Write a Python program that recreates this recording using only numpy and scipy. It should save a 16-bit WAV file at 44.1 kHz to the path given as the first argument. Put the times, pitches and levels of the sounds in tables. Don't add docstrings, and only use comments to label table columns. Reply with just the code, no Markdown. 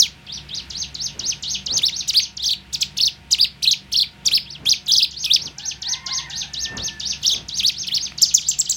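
import sys
import numpy as np
from scipy import signal
from scipy.fft import rfft, irfft, next_fast_len
from scipy.io import wavfile
from scipy.ndimage import uniform_filter1d, minimum_filter1d, map_coordinates

SR = 44100
rng = np.random.default_rng(int(sys.argv[2]) if len(sys.argv) > 2 else 0)


def bounce(signal):
    frames = np.transpose(np.atleast_2d(signal))
    limited = np.clip(frames, -1, 1)
    pcm = np.round(limited * 32767).astype(np.int16)
    wavfile.write(sys.argv[1], SR, pcm)


N = 386316

# frequency_hz, gain_db
WARBLER_THROAT = [(2000, -24), (2600, -14), (3300, -4.5), (4800, 0), (5700, -4), (8000, -15)]
# frequency_hz, t60_s
ROOM_DECAY = [(1000, 0.21), (5000, 0.22), (12000, 0.14)]
# top_s, top_hz, halfway_hz, end_s, top_effort_db, fall_effort_db
FLICKS = [(-.004, 7160, 3450, .07, -2.5, -15.5), (1.779, 7300, 4300, 1.8, -13, -23.5),
          (2.085, 8150, 4500, 2.113, -11.5, -16), (2.737, 8240, 4400, 2.764, -11.5, -17.5),
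          (2.814, 8240, 4400, 2.835, -8, -11), (3.317, 8000, 4100, 3.355, -6, -13.5),
          (4.26, 7700, 4500, 4.292, -5.5, -12), (7.582, 7640, 4000, 7.614, -19, -16.5),
          (8.221, 7640, 4000, 8.272, 8, -23), (8.344, 7760, 4150, 8.4, 6.5, -19)]
# start_s, shoulder_s, shoulder_hz, top_s, top_hz, end_s, effort_db
ARCHES = [(1.815, 1.855, 4440, 1.863, 5800, 1.9, -15), (2.137, 2.17, 4450, 2.18, 5070, 2.206, -10.5),
          (3.381, 3.416, 4800, 3.423, 5290, 3.46, -11.5), (4.31, 4.342, 4400, 4.352, 5440, 4.387, -9.5),
          (4.654, 4.689, 3950, 4.702, 6690, 4.747, -10.5), (7.626, 7.669, 4760, 7.673, 6870, 7.708, -12)]
# (time_s, pitch_hz)
WARBLES = [ (-15.5, -9.5, [(2.42, 2183), (2.431, 4380), (2.447, 3120), (2.468, 5930), (2.503, 3095),
           (2.514, 4630), (2.532, 3750), (2.545, 2200)]), (-14.5, -7, [(2.965, 2170), (2.978, 7060),
           (2.994, 2380), (3.019, 5980), (3.046, 3690), (3.057, 6390), (3.095, 2220)]),
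           (-11.5, -4, [(3.62, 2070), (3.635, 6290), (3.657, 2440), (3.679, 4280), (3.708, 3230),
           (3.717, 6860), (3.745, 2105)]), (-12.5, -5, [(3.915, 2240), (3.93, 6460), (3.948, 2690),
           (3.973, 5850), (4.003, 3300), (4.016, 4960), (4.045, 2140)]), (-10.5, -4, [(4.875, 2386),
           (4.886, 4040), (4.907, 3000), (4.926, 6320), (4.96, 3140), (4.972, 6580), (4.986, 4780),
           (5.013, 2583), (5.031, 5260), (5.045, 3900), (5.055, 2200)]), (-10, -5, [(5.237, 1907),
           (5.251, 6080), (5.268, 2450), (5.281, 2600), (5.296, 2300), (5.305, 3100), (5.336, 4830),
           (5.34, 6520), (5.358, 4200), (5.375, 1900)]), (-14.5, -24, [(7.21, 1980), (7.221, 5350),
           (7.242, 2705), (7.259, 3950), (7.272, 6760), (7.308, 2986), (7.32, 4010), (7.342, 3160),
           (7.35, 2000)]), (-18, -6, [(7.862, 2100), (7.877, 5780), (7.888, 3070), (7.904, 1790),
           (7.915, 2900), (7.946, 4510), (7.957, 6070), (7.975, 4000), (7.99, 1734)]), ]
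# top_s, top_hz, effort_db
CAPS = [(8.489, 7680, 5), (8.592, 7840, 5), (8.699, 7820, 4.5)]
# frequency_hz, density_db (per Hz)
AIR_SPECTRUM = [(15, -45), (25, -14.5), (87, 0), (161, 0), (405, -14.5), (911, -16.5), (1020, -18),
                (2280, -12), (2760, -11), (6920, -29), (16000, -41)]
# frequency_hz, level_db, width_hz (scales the depth and pace of the waver)
HUM_LINES = [(65, -46.5, 5), (143.4, -48, 3), (192.5, -51.5, 4.3), (345.4, -58.5, 18), (727, -60.5, 2.2),
             (930, -58, 6.5), (1440, -63, 3)]
# start_s, shoulder_s, shoulder_hz, top_s, top_hz, end_s, effort_db
WARMUPS = [(.277, .314, 4000, .346, 6100, .392, -27), (.5, .543, 4000, .556, 6690, .61, -25),
           (4.463, 4.503, 4300, 4.514, 6300, 4.568, -29)]
# time_s (from its start, at length factor 1), pitch_hz, effort_db (about the repeat)
PHRASE = [(0, 7740, 3), (.019, 2742, -4), (.035, 3540, -3.5), (.05, 3990, -3.5), (.064, 4580, -2.5),
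          (.086, 6370, 2.5), (.093, 6520, 6.5), (.107, 6092, 6), (0.122, 4016, 0), (.146, 2343, 4.5)]
# start_s, effort_db, length_factor
REPEATS = [(0.698, -25.5, 1.06), (0.943, -24, 1.05), (1.19, -20, 1.01), (1.424, -20.5, 0.98),
           (1.659, -20.5, 0.99), (1.889, -22, 0.98), (2.129, -23, 0.97), (2.367, -22.5, 0.96),
           (4.65, -27, 0.9), (4.859, -26, 1.04), (5.108, -25, 1.07), (5.349, -24.5, 0.98),
           (5.58, -21, 1.01), (5.817, -19.5, 0.97), (6.059, -20, 1.02), (6.297, -22, 0.96),
           (6.533, -21.5, 0.96), (6.768, -22, 0.91), (6.995, -21.5, 1.0), (7.228, -23.5, 1.07),
           (7.482, -22.5, 0.97), (7.715, -24, 0.94), (7.945, -22, 0.96), (8.176, -21, 0.98),
           (8.406, -21, 0.97), (8.649, -21, 1.02)]
# peak_s, level_db
THUDS = [(1.205, -42), (1.745, -38), (4.294, -41.5), (4.649, -39), (4.958, -45.5), (5.449, -39.5),
         (6.767, -33), (7.375, -39.5)]
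# time_s, pitch_hz (of the first partial), level_db, hoarseness (0-1)
CROWS = [
    [(5.58, 844, -73, .2), (5.65, 884, -44.5, 0.23), (5.78, 890, -65, 0.25), (5.88, 916, -55, 0.49),
     (6.05, 937, -58.5, 0.57), (6.22, 928, -51, 0.45), (6.5, 883, -60, 0.12), (6.68, 900.4, -42, 0.02),
     (6.9, 885, -48, 0.06), (7.02, 860, -56, 0.06), (7.17, 850, -64, 0.1)],
    [(5.84, 932, -66, 0.53), (5.93, 1024, -55, 0.35), (6.08, 1054, -50.5, 0.37), (6.2, 1041, -54, 0.49),
     (6.35, 953, -63, 0.42)],
    [(5.56, 768, -57, 0.75), (5.75, 780, -68, 0.81), (5.85, 769, -61, 0.8), (6.55, 782, -61.5, 0.76)],
]
# frequency_hz, gain_db
CROW_THROAT = [(800, -3.5), (1050, 8.5), (1500, 8), (2000, 16), (2600, -4)]
# start_s, level_db
WIRE_TICK = (8.121, -18.5)


def amp(db):
    return 10 ** (np.asarray(db) / 20)


def unit(x):
    return x / np.sqrt(np.mean(x ** 2) + 1e-20)


def along(points, hz):
    f, value = np.transpose(points)
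    return np.interp(np.log(hz + 1), np.log(f + 1), value)


def wobble(n, rate):
    knots = rng.standard_normal(int(n * rate / SR) + 4)
    return map_coordinates(knots, [np.arange(n) * rate / SR])


def filtered(x, response):
    m = next_fast_len(len(x) + 8192)
    spectrum = rfft(x, m) * response(np.fft.rfftfreq(m, 1 / SR))
    return irfft(spectrum, m)[:len(x)]


def add(track, s, sound):
    part = track[round(s * SR):][:len(sound)]
    part += sound[:len(part)]


def read(rows, round_s):
    s, hz, *cols = np.transpose(rows)
    t = np.arange(s[0], s[-1], 1 / SR)
    gate = np.clip(np.minimum(t - s[0], s[-1] - t) / round_s, 0, 1)
    width = max(int(round_s * SR), 1)
    log_hz, *rest = [uniform_filter1d(np.interp(t, s, c), width) for c in [np.log(hz), *cols]]
    return gate, [np.exp(log_hz), *rest]


def whistle(rows, overtones_db, half_db, breath_db):
    gate, (hz, effort_db) = read(rows, 0.0021)
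    n = len(hz)
    t = np.arange(n) / SR
    phase = 2 * np.pi * np.cumsum(hz * (1 + 0.0045 * wobble(n, 292.4))) / SR
    throat_db = along(WARBLER_THROAT, hz)
    starts_low = hz[0] < hz.mean()
    slack_db = starts_low * 22 * np.exp(-t / 0.013)
    tone = np.sin(phase)
    for k, level_db in enumerate(overtones_db, 2):
        overtone_gain = amp(level_db + slack_db + 3 * wobble(n, 120))
        tone += overtone_gain * np.sin(k * phase) * (k * hz < SR / 2)
    tone *= amp(throat_db + 1.66 * wobble(n, 150.8))
    gentle = starts_low and effort_db.max() < -3
    leak_gain = amp(half_db + along(WARBLER_THROAT, hz / 2) - 60 * t / 0.29)
    tone += gentle * leak_gain * np.sin(phase / 2)
    breath = amp(breath_db + throat_db / 2) * np.diff(rng.standard_normal(n + 1))
    return np.sqrt(2) * gate * amp(effort_db) * (tone + breath)


def room(x, early_db, tail_db):
    hz, t, z = signal.stft(rng.standard_normal(SR // 2), SR, nperseg=256)
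    decay = amp(-60 * t / along(ROOM_DECAY, hz)[:, None])
    tail = signal.istft(z * decay, SR, nperseg=256)[1]
    answer = amp(tail_db) * np.pad(tail, (200, 0)) / np.linalg.norm(tail)
    answer[rng.integers(8, 70, size=3)] += amp(early_db) * rng.standard_normal(size=3)
    answer[0] = 1
    answer /= np.linalg.norm(answer)
    return signal.fftconvolve(x, answer)


def rise(s, hz, db):
    return [(s - .014, 2400, -42),
            (s - .005, .62 * hz, -27),
            (s, hz, db)]


def flick(s, hz, half_hz, end_s, top_db, fall_db):
    half_s = (s + end_s) / 2
    end_hz = 2050
    late_hz = half_hz + .42 * (end_hz - half_hz)
    return rise(s, hz, top_db) + [
        (s + 0.15 * (end_s - s), 0.75 * hz, top_db - 4.5),
        (half_s, half_hz, fall_db),
        ((half_s + end_s) / 2, late_hz, fall_db),
        (end_s, end_hz, fall_db + 4)]


def arch(s, shoulder_s, shoulder_hz, top_s, top_hz, end_s, db, from_hz=2050, end_hz=1960):
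    return [(s, from_hz, db),
            (s + 0.0082, 3080, db - 2.5),
            (shoulder_s, shoulder_hz, db),
            (top_s, top_hz, db - 0.5),
            ((top_s + end_s) / 2, 4180, db - 1.5),
            (end_s, end_hz, db + 3)]


def warble(db, first_db, turns):
    effort_db = db + 2.5 * np.linspace(-.5, .5, len(turns))
    effort_db[0] += first_db - 8
    effort_db[1] += first_db
    effort_db[-1] -= 2
    return np.column_stack([turns, effort_db])


def cap(s, hz, db):
    hold_s, fall_s = .011, .021
    return rise(s, hz, db) + [
        (s + hold_s, .93 * hz, db - 7),
        (s + hold_s + fall_s / 2, 4800, db - 23),
        (s + hold_s + fall_s, 2500, db - 24)]


def near_bird():
    lead_s = 1
    track = np.zeros(N + lead_s * SR)
    for shape, table in (flick, FLICKS), (arch, ARCHES), (warble, WARBLES), (cap, CAPS):
        for row in table:
            rows = shape(*row)
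            note = whistle(rows, overtones_db=(-29, -31, -35), half_db=-14, breath_db=-34)
            add(track, lead_s + rows[0][0], room(note, early_db=-5, tail_db=-11.5))
    return amp(3.0) * track[lead_s * SR:]


def room_air():
    noise = filtered(rng.standard_normal(N), lambda hz: amp(along(AIR_SPECTRUM, hz)))
    return amp(-45 + wobble(N, 3.1)) * unit(noise)


def machine_hum():
    t = np.arange(N) / SR
    hum = np.zeros(N)
    for hz, db, width_hz in HUM_LINES:
        gain = amp(db + 2.5 * wobble(N, 2.5 * width_hz))
        drift = np.cumsum(0.4046 * width_hz * wobble(N, width_hz)) / SR
        hum += gain * np.sin(2 * np.pi * (hz * t + drift))
    return hum


def neighbour():
    track = np.zeros(N)
    songs = [np.array(PHRASE) * [stretch, 1, 1] + [s, 0, db] for s, db, stretch in REPEATS]
    for row in WARMUPS:
        lead_in = (row[0] - .012, 5900, row[-1] - 12)
        songs.append([lead_in] + arch(*row, from_hz=2500, end_hz=2500))
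    for rows in songs:
        note = whistle(rows, overtones_db=(-31,), half_db=-60, breath_db=-46)
        add(track, rows[0][0], room(note, early_db=0.5, tail_db=-1.0))
    return amp(-0.23) * track


def thuds():
    def colour(hz):
        slope_db = -5 * np.log2(np.maximum(hz, 150) / 150)
        return amp(slope_db) * (hz > 45) / (1 + (hz / 2600) ** 4)

    track = np.zeros(N)
    rise_s, fall_s = 0.068, 0.078
    for s, db in THUDS:
        t = np.arange(-0.2, 0.3, 1 / SR)
        puff = unit(filtered(rng.standard_normal(len(t)), colour))
        swell = np.exp(-(t / np.where(t < 0, rise_s, fall_s)) ** 2)
        add(track, s + t[0], amp(db) * swell * puff)
    return track


def cockerels():
    track = np.zeros(N)
    for rows in CROWS:
        gate, (hz, db, hoarse) = read(rows, 0.019)
        shake = .085 * hoarse ** 1.5 * wobble(len(hz), 70)
        phase = 2 * np.pi * np.cumsum(hz * (1 + shake)) / SR
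        stack = sum(amp(along(CROW_THROAT, k * hz)) * np.sin(k * phase) for k in (2, 3))
        stack += 3.6 * hoarse * amp(along(CROW_THROAT, hz)) * np.sin(phase)
        crow = gate * amp(db + 8.6 * hoarse * wobble(len(hz), 39.53)) * stack
        add(track, rows[0][0], room(crow, early_db=-15, tail_db=-7))
    return track


def wire_tick():
    track = np.zeros(N)
    start_s, level_db = WIRE_TICK
    t = np.arange(SR // 50) / SR
    ring = amp(level_db - 60 * t / 0.0048) * np.sin(2 * np.pi * 2300 * t)
    add(track, start_s, room(ring, early_db=-4, tail_db=-26))
    return track


def scene():
    birds = near_bird() + neighbour() + cockerels()
    surroundings = room_air() + machine_hum() + thuds() + wire_tick()
    return (birds + surroundings)[None]


def record(dry):
    memory_s, threshold_db, slope, ceiling, top_hz = .35, -26.0, .35, .92, 16100
    keep = np.exp(-1 / (memory_s * SR))
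    power = signal.lfilter([1 - keep], [1, -keep], dry[0] ** 2)
    loud_db = 10 * np.log10(power + 1e-9)
    level = dry[0] * amp(-slope * np.maximum(loud_db - threshold_db, 0))
    needed = np.minimum(1, ceiling / (np.abs(level) + 1e-9))
    level *= uniform_filter1d(minimum_filter1d(needed, size=441), size=221)
    return filtered(level, lambda hz: hz < top_hz)[None]


dry = scene()
out = record(dry)
bounce(out)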